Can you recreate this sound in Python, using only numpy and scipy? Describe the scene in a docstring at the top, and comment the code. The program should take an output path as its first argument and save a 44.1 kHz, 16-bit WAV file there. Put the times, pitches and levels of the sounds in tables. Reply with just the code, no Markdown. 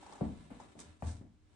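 """Clothes rustle and a board creaks in slow slips as someone steps through a doorway into an empty room.
Each slip is a falling woody chirp with a splintery crackle. Two heavy steps and a few light ones land
on the carpeted wooden floor: heels click and knock, soles thump, the boards ring and the joists boom.
A sole scuffs the carpet in between, and the bare room rings on over the faint rumble of the house."""
import sys
import numpy as np
from scipy import signal
from scipy.io import wavfile
from scipy.ndimage import uniform_filter1d

SR = 44100
rng = np.random.default_rng(int(sys.argv[2]) if len(sys.argv) > 2 else 0)


def output_pcm(signal):
    """Save a mono or channel-first signal as 16-bit PCM at the path in sys.argv[1].

    Samples are clipped to [-1, 1] before scaling.
    """
    pcm = np.clip(np.atleast_2d(signal).T, -1, 1) * 32767
    wavfile.write(sys.argv[1], SR, np.round(pcm).astype(np.int16))


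N = 68355
T = np.arange(N) / SR
EDGES_HZ = 28 * 2 ** (np.arange(23) / 2.5)
CENTRES_HZ = np.sqrt(EDGES_HZ[1:] * EDGES_HZ[:-1])

# How alike the noise is in both ears: band_hz, correlation
STEREO_LIKENESS = [(50, -0.14), (130, 1), (260, 0.68), (500, 0.3), (1000, 0.18), (4000, 0.28),
                   (9000, -0.28)]
# Level ride of the moving clothes: time_s, level_db
RUSTLE_RIDE = [(0, -59), (0.13, -56.5), (0.2, -60.5), (0.42, -62.5), (0.47, -65), (0.62, -61), (0.76, -67),
               (0.87, -60), (1.0, -73.5), (1.18, -68.5), (1.26, -80.5), (1.4, -82.5), (1.53, -72)]
# Tone of the cloth: band_hz, relative_db
RUSTLE_TONE = [(30, -71), (80, -29), (250, 14), (450, 2.5), (800, 7), (1400, 4), (2500, 3.5), (3800, 0),
               (5500, -1), (8300, 3), (11000, -1.5)]
# Sole scuffs and cloth swishes: peak_s, level_db, rise_s, decay_s
SCUFFS = [(0.7925, -50, 0.0017, 0.0066), (0.816, -54, 0.018, 0.027), (1.1, -53, 0.041, 0.041)]
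# Bright tone of a scuff: band_hz, relative_db
SCUFF_TONE = [(150, -13), (800, -5), (2800, -11), (4200, -7.5), (5600, -2), (8200, -0.5), (11000, -21)]
# Reflections off the door and its frame: left_delay_s, right_delay_s, gain_db
DOORWAY_ECHOES = [(.0029, 0.0019, -7), (.0052, 0.007, -3), (0.0104, 0.01, -5.5)]
# Resonances mixed into the rustle: centre_hz, width_hz, gain_db
RUSTLE_PEAKS = [(3720, 580, -2), (8050, 370, -1.5)]
# Background rumble of the house: band_hz, level_db
HOUSE_RUMBLE = [(30, -81.5), (50, -72), (100, -73), (160, -91), (290, -86.5), (450, -89), (8000, -91.5),
                (11000, -106)]
# Slips of the creaking boards, and last a higher squeak as the second step scuffs: start_s, level_db,
# first_pitch_hz, swell_s
SLIPS = [(0.0262, -50, 925, 0.0041), (0.0625, -49, 940, 0.0056), (0.0925, -51, 926, 0.0049),
         (0.1235, -46, 927, 0.0027), (0.153, -53, 920, .004), (0.178, -53.5, 915, .005),
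         (0.599, -45.5, 916, 0.0035), (1.087, -59, 1737, 0.0067)]
# Tone of a slip's crack and reverb: band_hz, relative_db
SLIP_TONE = [(80, -23.5), (850, 1), (1400, -7), (3000, -28), (8000, -7), (11000, -48)]
# Decay of the bare room: band_hz, t60_s
ROOM_DECAY = [(60, 0.74), (200, 0.53), (400, 0.36), (800, 0.31), (2000, 0.42), (9000, 0.15)]
# Tone of the steps' reverb: band_hz, relative_db
REVERB_TONE = [(40, -14), (110, -18.5), (210, 0), (300, -4), (430, -11.5), (680, 2.5), (1050, -2),
               (1500, -3), (2500, -1), (5000, -38), (11000, -2.5)]
# Crisp little snaps: start_s, level_db, pitch_hz
SNAPS = [(0.0654, -61, 4960), (0.1242, -55.5, 4960), (0.135, -56, 6500), (0.1545, -58, 7800),
         (0.8025, -43, 7720)]
# Heels on the boards: start_s, knock_db, first_pitch_hz, last_pitch_hz, glide_s, decay_s, pan_db,
# click_db, board_ring_db, room_ring_db, reverb_bass_db, reverb_middle_db, reverb_treble_db
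FOOTFALLS = [(0.2093, -32, 860, 294, 0.00328, 0.015, 4.5, -56, -50.5, -43.5, -34, -43, -77),
             (0.5040, -49.5, 805, 464, 0.0058, 0.0086, -0.5, -68, -61, -76, -51.5, -60.5, -66.5),
             (0.7520, -61, 450.3, 257, 0.0069, 0.012, 7, -66, -66.5, -56, -56.5, -66, -84),
             (1.023, -31, 917, 413, 0.0034, 0.0028, 4.5, -45.5, -50, -50.5, -48, -53, -65)]
# Tone of a heel click: band_hz, relative_db
CLICK_TONE = [(120, -62), (1000, 6), (2300, -7), (4000, -39), (11000, -5.5)]
# Woody ring of the boards: pitch_hz, relative_db, t60_s
BOARD_MODES = [(632, -13, 0.57), (697.6, -4, 0.48), (760, -1, 0.27), (832, -1, 0.33), (882, 0.5, 0.29),
               (1143, -6, 0.31)]
# Standing waves of room and floor: pitch_hz, left_gain_db, right_gain_db, t60_s
ROOM_MODES = [(107.5, -6, -12, 0.88), (162.6, -10.5, -2.5, 0.84), (226.2, 2, 3, 0.57), (263, -2, -7, 0.69),
              (295.3, -0.5, -6.5, 0.61), (346, -9, -18, 0.15), (447, -15, -27, 0.8), (485, -4.5, -11, 0.47)]
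# The ball of the foot landing: start_s, level_db, pitch_hz, swell_s, room_ring_db, reverb_db
THUMPS = [(0.2154, -29.5, 157.4, 0.0042, -62, -56), (0.5126, -41, 246, 0.0037, -54, -74),
          (1.2116, -40, 195, 0.0021, -63.5, -53)]
# Joists giving under the weight: start_s, level_db, swell_s, pitch_hz, other_modes_db
BOOMS = [(0.222, -43, 0.044, 75.5, -60), (0.497, -57.5, 0.051, 57, -77), (0.856, -55, 0.054, 84, -65),
         (1.027, -34.5, 0.055, 81.1, -40)]
# The joists' other modes: pitch_hz, relative_db, t60_s
JOIST_MODES = [(41, -6, 0.8), (104.4, 0.5, 0.63), (121.8, -3.5, 0.56)]

ROOM_PAN_DB = 1.1
BASS_HZ, MIDDLE_HZ, TREBLE_HZ = 176, 636, 2400   # where the three reverb levels sit


def from_db(db):
    """Decibels to gain."""
    return 10 ** (np.asarray(db) / 20)


def per_band(points):
    """A curve over frequency, read at the band centres."""
    hz, value = np.transpose(points)
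    return np.interp(np.log(CENTRES_HZ), np.log(hz), value)


def panned(pan_db):
    """Left and right gains; positive leans left."""
    return from_db([[pan_db], [-pan_db]])


def since(start_s):
    """Time since the start, zero before it."""
    return np.maximum(T - start_s, 0)


def dying(t, t60):
    """Falls by 60 dB in t60."""
    return np.exp(-np.log(1000) * t / t60)


def swelling(t, swell_s):
    """Rises to 1 at the swell time, then dies."""
    return t / swell_s * np.exp(1 - t / swell_s)


def noise_bands():
    """Stereo noise in bands (band, channel, sample), each at a steady level of 1."""
    bands, run_in = [], SR // 4
    white = rng.standard_normal((2, 2, N + run_in))
    for k, alike in enumerate(np.clip(per_band(STEREO_LIKENESS), -.99, .99)):
        low_hz, high_hz = EDGES_HZ[k:k + 2]
        bandpass = signal.butter(2, [low_hz, high_hz], "band", fs=SR, output="sos")
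        pair = signal.sosfilt(bandpass, white[k % 2])
        window = int(SR * max(2 / (high_hz - low_hz), .02))
        level = np.sqrt(uniform_filter1d(pair ** 2, window) + 1e-20)
        mid, side = (pair / level)[:, run_in:]
        bands.append(np.sqrt((1 + alike) / 2) * mid + np.sqrt((1 - alike) / 2) * side * [[1], [-1]])
    return np.array(bands)


def coloured(bands, tone):
    """The bands mixed to a tone curve, at level 1."""
    gains = from_db(per_band(tone))
    return np.tensordot(gains / np.linalg.norm(gains), bands, 1)


def rustle_and_scuffs(bands, grain_db=2.5, grains_per_s=500, doorway_share=0.72):
    """Clothes rustle and brighter scuffs swell and die, grainy as fibres catch and let go."""
    rustle = from_db(np.interp(T, *np.transpose(RUSTLE_RIDE))) * coloured(bands, RUSTLE_TONE)
    power = np.zeros(N)
    for peak, db, rise, decay in SCUFFS:
        envelope = np.exp(-.5 * (np.minimum(T - peak, 0) / rise) ** 2 - since(peak) / decay)
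        power += (from_db(db) * envelope) ** 2
    scuffs = np.sqrt(power) * coloured(bands[:, :, ::-1], SCUFF_TONE)   # reversed: unlike the rustle
    grain = from_db(grain_db * np.interp(T * grains_per_s, np.arange(N), rng.standard_normal(N)))
    return doorway((rustle + doorway_share * scuffs) * grain) + (1 - doorway_share) * scuffs * grain


def doorway(sound):
    """Near reflections and two resonances colour the sound without changing its level."""
    out = sound.copy()
    for *delays, db in DOORWAY_ECHOES:
        echo = np.array([np.interp(T - delay, T, side) for delay, side in zip(delays, sound)])
        out += from_db(db) * echo
    for hz, width, db in RUSTLE_PEAKS:
        out += from_db(db) * signal.lfilter(*signal.iirpeak(hz, hz / width, fs=SR), out)
    return out * np.std(sound) / np.std(out)


def house(bands, hum_hz=305.5, hum_db=-74.5):
    """A bed of faint rumble and hum."""
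    rumble = np.tensordot(from_db(per_band(HOUSE_RUMBLE)), bands, 1)
    return rumble + from_db(hum_db) * np.sin(2 * np.pi * hum_hz * T)


def creak(bands, fall_hz_per_s=15000, crack_db=-16, crackle_db=-22, crack_swell_s=0.006):
    """Each slip is a woody chirp that sinks as it slows, with a faint crack and splintery crackle."""
    out = np.zeros((2, N))
    crack = from_db(crack_db) * coloured(bands, SLIP_TONE) + from_db(crackle_db) * crackle()
    for start, db, hz, swell in SLIPS:
        t = since(start)
        chirp = np.sin(2 * np.pi * (hz * t - fall_hz_per_s * t ** 2 / 2))
        out += from_db(db) * (swelling(t, swell) ** 2 * chirp + crack * swelling(t, crack_swell_s))
    return out


def crackle(clicks_per_s=300, spread_db=4, low_hz=3500, high_hz=9000, pitches=8):
    """Tiny snaps of wood fibres, each ringing briefly at one of several pitches; level 1."""
    out = np.zeros((2, N))
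    for hz in np.geomspace(low_hz, high_hz, pitches):
        clicks = rng.random((2, N)) < clicks_per_s / pitches / SR
        strength = from_db(spread_db * np.minimum(rng.exponential(1, (2, N)), 2))
        out += signal.lfilter(*signal.iirpeak(hz, Q=14, fs=SR), clicks * strength + 1e-18)
    return out / np.std(out)


def reverb(bands, build_s=0.0013, slip_send_db=-12, thump_tilt_db_per_oct=-8):
    """The bare room's diffuse tail after each slip, footfall and thump, dying band by band."""
    step_tone = per_band(REVERB_TONE)
    thump_tone = step_tone + thump_tilt_db_per_oct * np.maximum(np.log2(CENTRES_HZ / BASS_HZ), 0)
    hits = [(start, db + slip_send_db + per_band(SLIP_TONE)) for start, db, *_ in SLIPS]
    for start, *_, bass_db, middle_db, treble_db in FOOTFALLS:
        send_db = per_band([(BASS_HZ, bass_db), (MIDDLE_HZ, middle_db), (TREBLE_HZ, treble_db)])
        hits.append((start, send_db + step_tone))
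    hits += [(start, db + thump_tone) for start, *_, db in THUMPS]
    out = np.zeros((2, N))
    for k, t60 in enumerate(per_band(ROOM_DECAY)):
        tail = (1 - np.exp(-T / build_s)) * dying(T, t60)
        power = np.zeros(N)
        for start, levels_db in hits:
            onset = int(start * SR)
            power[onset:] += (from_db(levels_db[k]) * tail[:N - onset]) ** 2
        out += np.sqrt(power) * bands[k]
    return out * panned(ROOM_PAN_DB)


def snaps(swell_s=0.0005):
    """Single bright snaps: a tiny burst of noise around one pitch."""
    out = np.zeros((2, N))
    for start, db, hz in SNAPS:
        burst = signal.lfilter(*signal.iirpeak(hz, Q=9, fs=SR), rng.standard_normal((2, N)))
        out += from_db(db) * swelling(since(start), swell_s) * burst / np.std(burst)
    return out


def heel_clicks(bands, decay_s=0.0031):
    """The first contact of the shoe is a short click."""
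    envelope = np.zeros(N)
    for start, _, _, _, _, _, _, click_db, *_ in FOOTFALLS:
        envelope += from_db(click_db) * (T > start) * np.exp(-since(start) / decay_s)
    return envelope * coloured(bands, CLICK_TONE)


def knocks(attack_s=0.0004, left_lag_s=0.00018, carpet_hz=1550):
    """High bending waves in a board arrive first, so each knock drops in pitch; the carpet muffles it."""
    out = np.zeros((2, N))
    for start, db, first_hz, last_hz, glide, decay, pan_db, *_ in FOOTFALLS:
        t = np.array([since(start + left_lag_s), since(start)])
        cycles = last_hz * t + (first_hz - last_hz) * glide * (1 - np.exp(-t / glide))
        envelope = (1 - np.exp(-t / attack_s)) * np.exp(-t / decay)
        out -= from_db(db) * panned(pan_db) * envelope * np.sin(2 * np.pi * cycles)
    return signal.sosfilt(signal.butter(2, carpet_hz, fs=SR, output="sos"), out + 1e-18)


def ringing(build_s=0.016, ear_spread_rad=0.8):
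    """Each footfall rings the boards and the low modes of the room; thumps ring only the room."""
    room, boards, out = np.zeros((3, 2, N))
    for hz, left_db, right_db, t60 in ROOM_MODES:
        room += from_db([[left_db], [right_db]]) * dying(T, t60) * np.sin(2 * np.pi * hz * T)
    for hz, db, t60 in BOARD_MODES:
        ear_phases = ear_spread_rad * rng.standard_normal((2, 1))
        boards += from_db(db) * dying(T, t60) * np.sin(2 * np.pi * hz * T + ear_phases)
    rings = [(start, from_db(board_db) * boards + from_db(room_db) * room)
             for start, *_, board_db, room_db, _, _, _ in FOOTFALLS]
    rings += [(start, from_db(room_db) * room) for start, *_, room_db, _ in THUMPS]
    build = 1 - np.exp(-T / build_s)
    for start, ring in rings:
        onset = int(start * SR)
        out[:, onset:] += (build * ring)[:, :N - onset]
    return out


def thumps():
    """The ball of the foot lands softly and pushes the boards through a few low cycles."""
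    out = np.zeros(N)
    for start, db, hz, swell, *_ in THUMPS:
        t = since(start)
        out += from_db(db) * swelling(t, swell) * np.sin(2 * np.pi * hz * t)
    return out * panned(ROOM_PAN_DB)


def joists(tail_db=-2.5, tail_t60_s=0.43, build_s=0.0039):
    """The floor swells into a low boom as the weight comes on, then rings out."""
    out = np.zeros(N)
    for start, db, swell, hz, others_db in BOOMS:
        t = since(start)
        load = np.sin(np.pi / 2 * np.minimum(t / swell, 2)) ** 2
        tail = from_db(tail_db) * np.minimum(10 * t / swell, 1) * dying(since(start + swell), tail_t60_s)
        out += from_db(db) * np.hypot(load, tail) * np.sin(2 * np.pi * hz * t)
        build = 1 - np.exp(-t / build_s)
        for mode_hz, mode_db, t60 in JOIST_MODES:
            out += from_db(others_db + mode_db) * build * dying(t, t60) * np.sin(2 * np.pi * mode_hz * t)
    return out * panned(ROOM_PAN_DB)


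def scene():
    """Rustle, creak and steps in the bare room."""
    diffuse, near, far = noise_bands(), noise_bands(), noise_bands()
    steps = heel_clicks(near) + knocks() + ringing() + thumps() + joists()
    return steps + reverb(diffuse) + creak(far) + snaps() + rustle_and_scuffs(near) + house(far)


def record(dry, top_roll_hz=10120, low_cut_hz=43.5, top_cut_hz=11400):
    """Master EQ: the top and the deepest bass roll off, then the top is cut steeply."""
    dull = signal.sosfilt(signal.butter(6, top_roll_hz, fs=SR, output="sos"), dry)
    thin = signal.sosfilt(signal.butter(2, low_cut_hz, "high", fs=SR, output="sos"), dull)
    return signal.sosfilt(signal.ellip(10, .2, 70, top_cut_hz, fs=SR, output="sos"), thin)


dry = scene()
out = record(dry)
output_pcm(out)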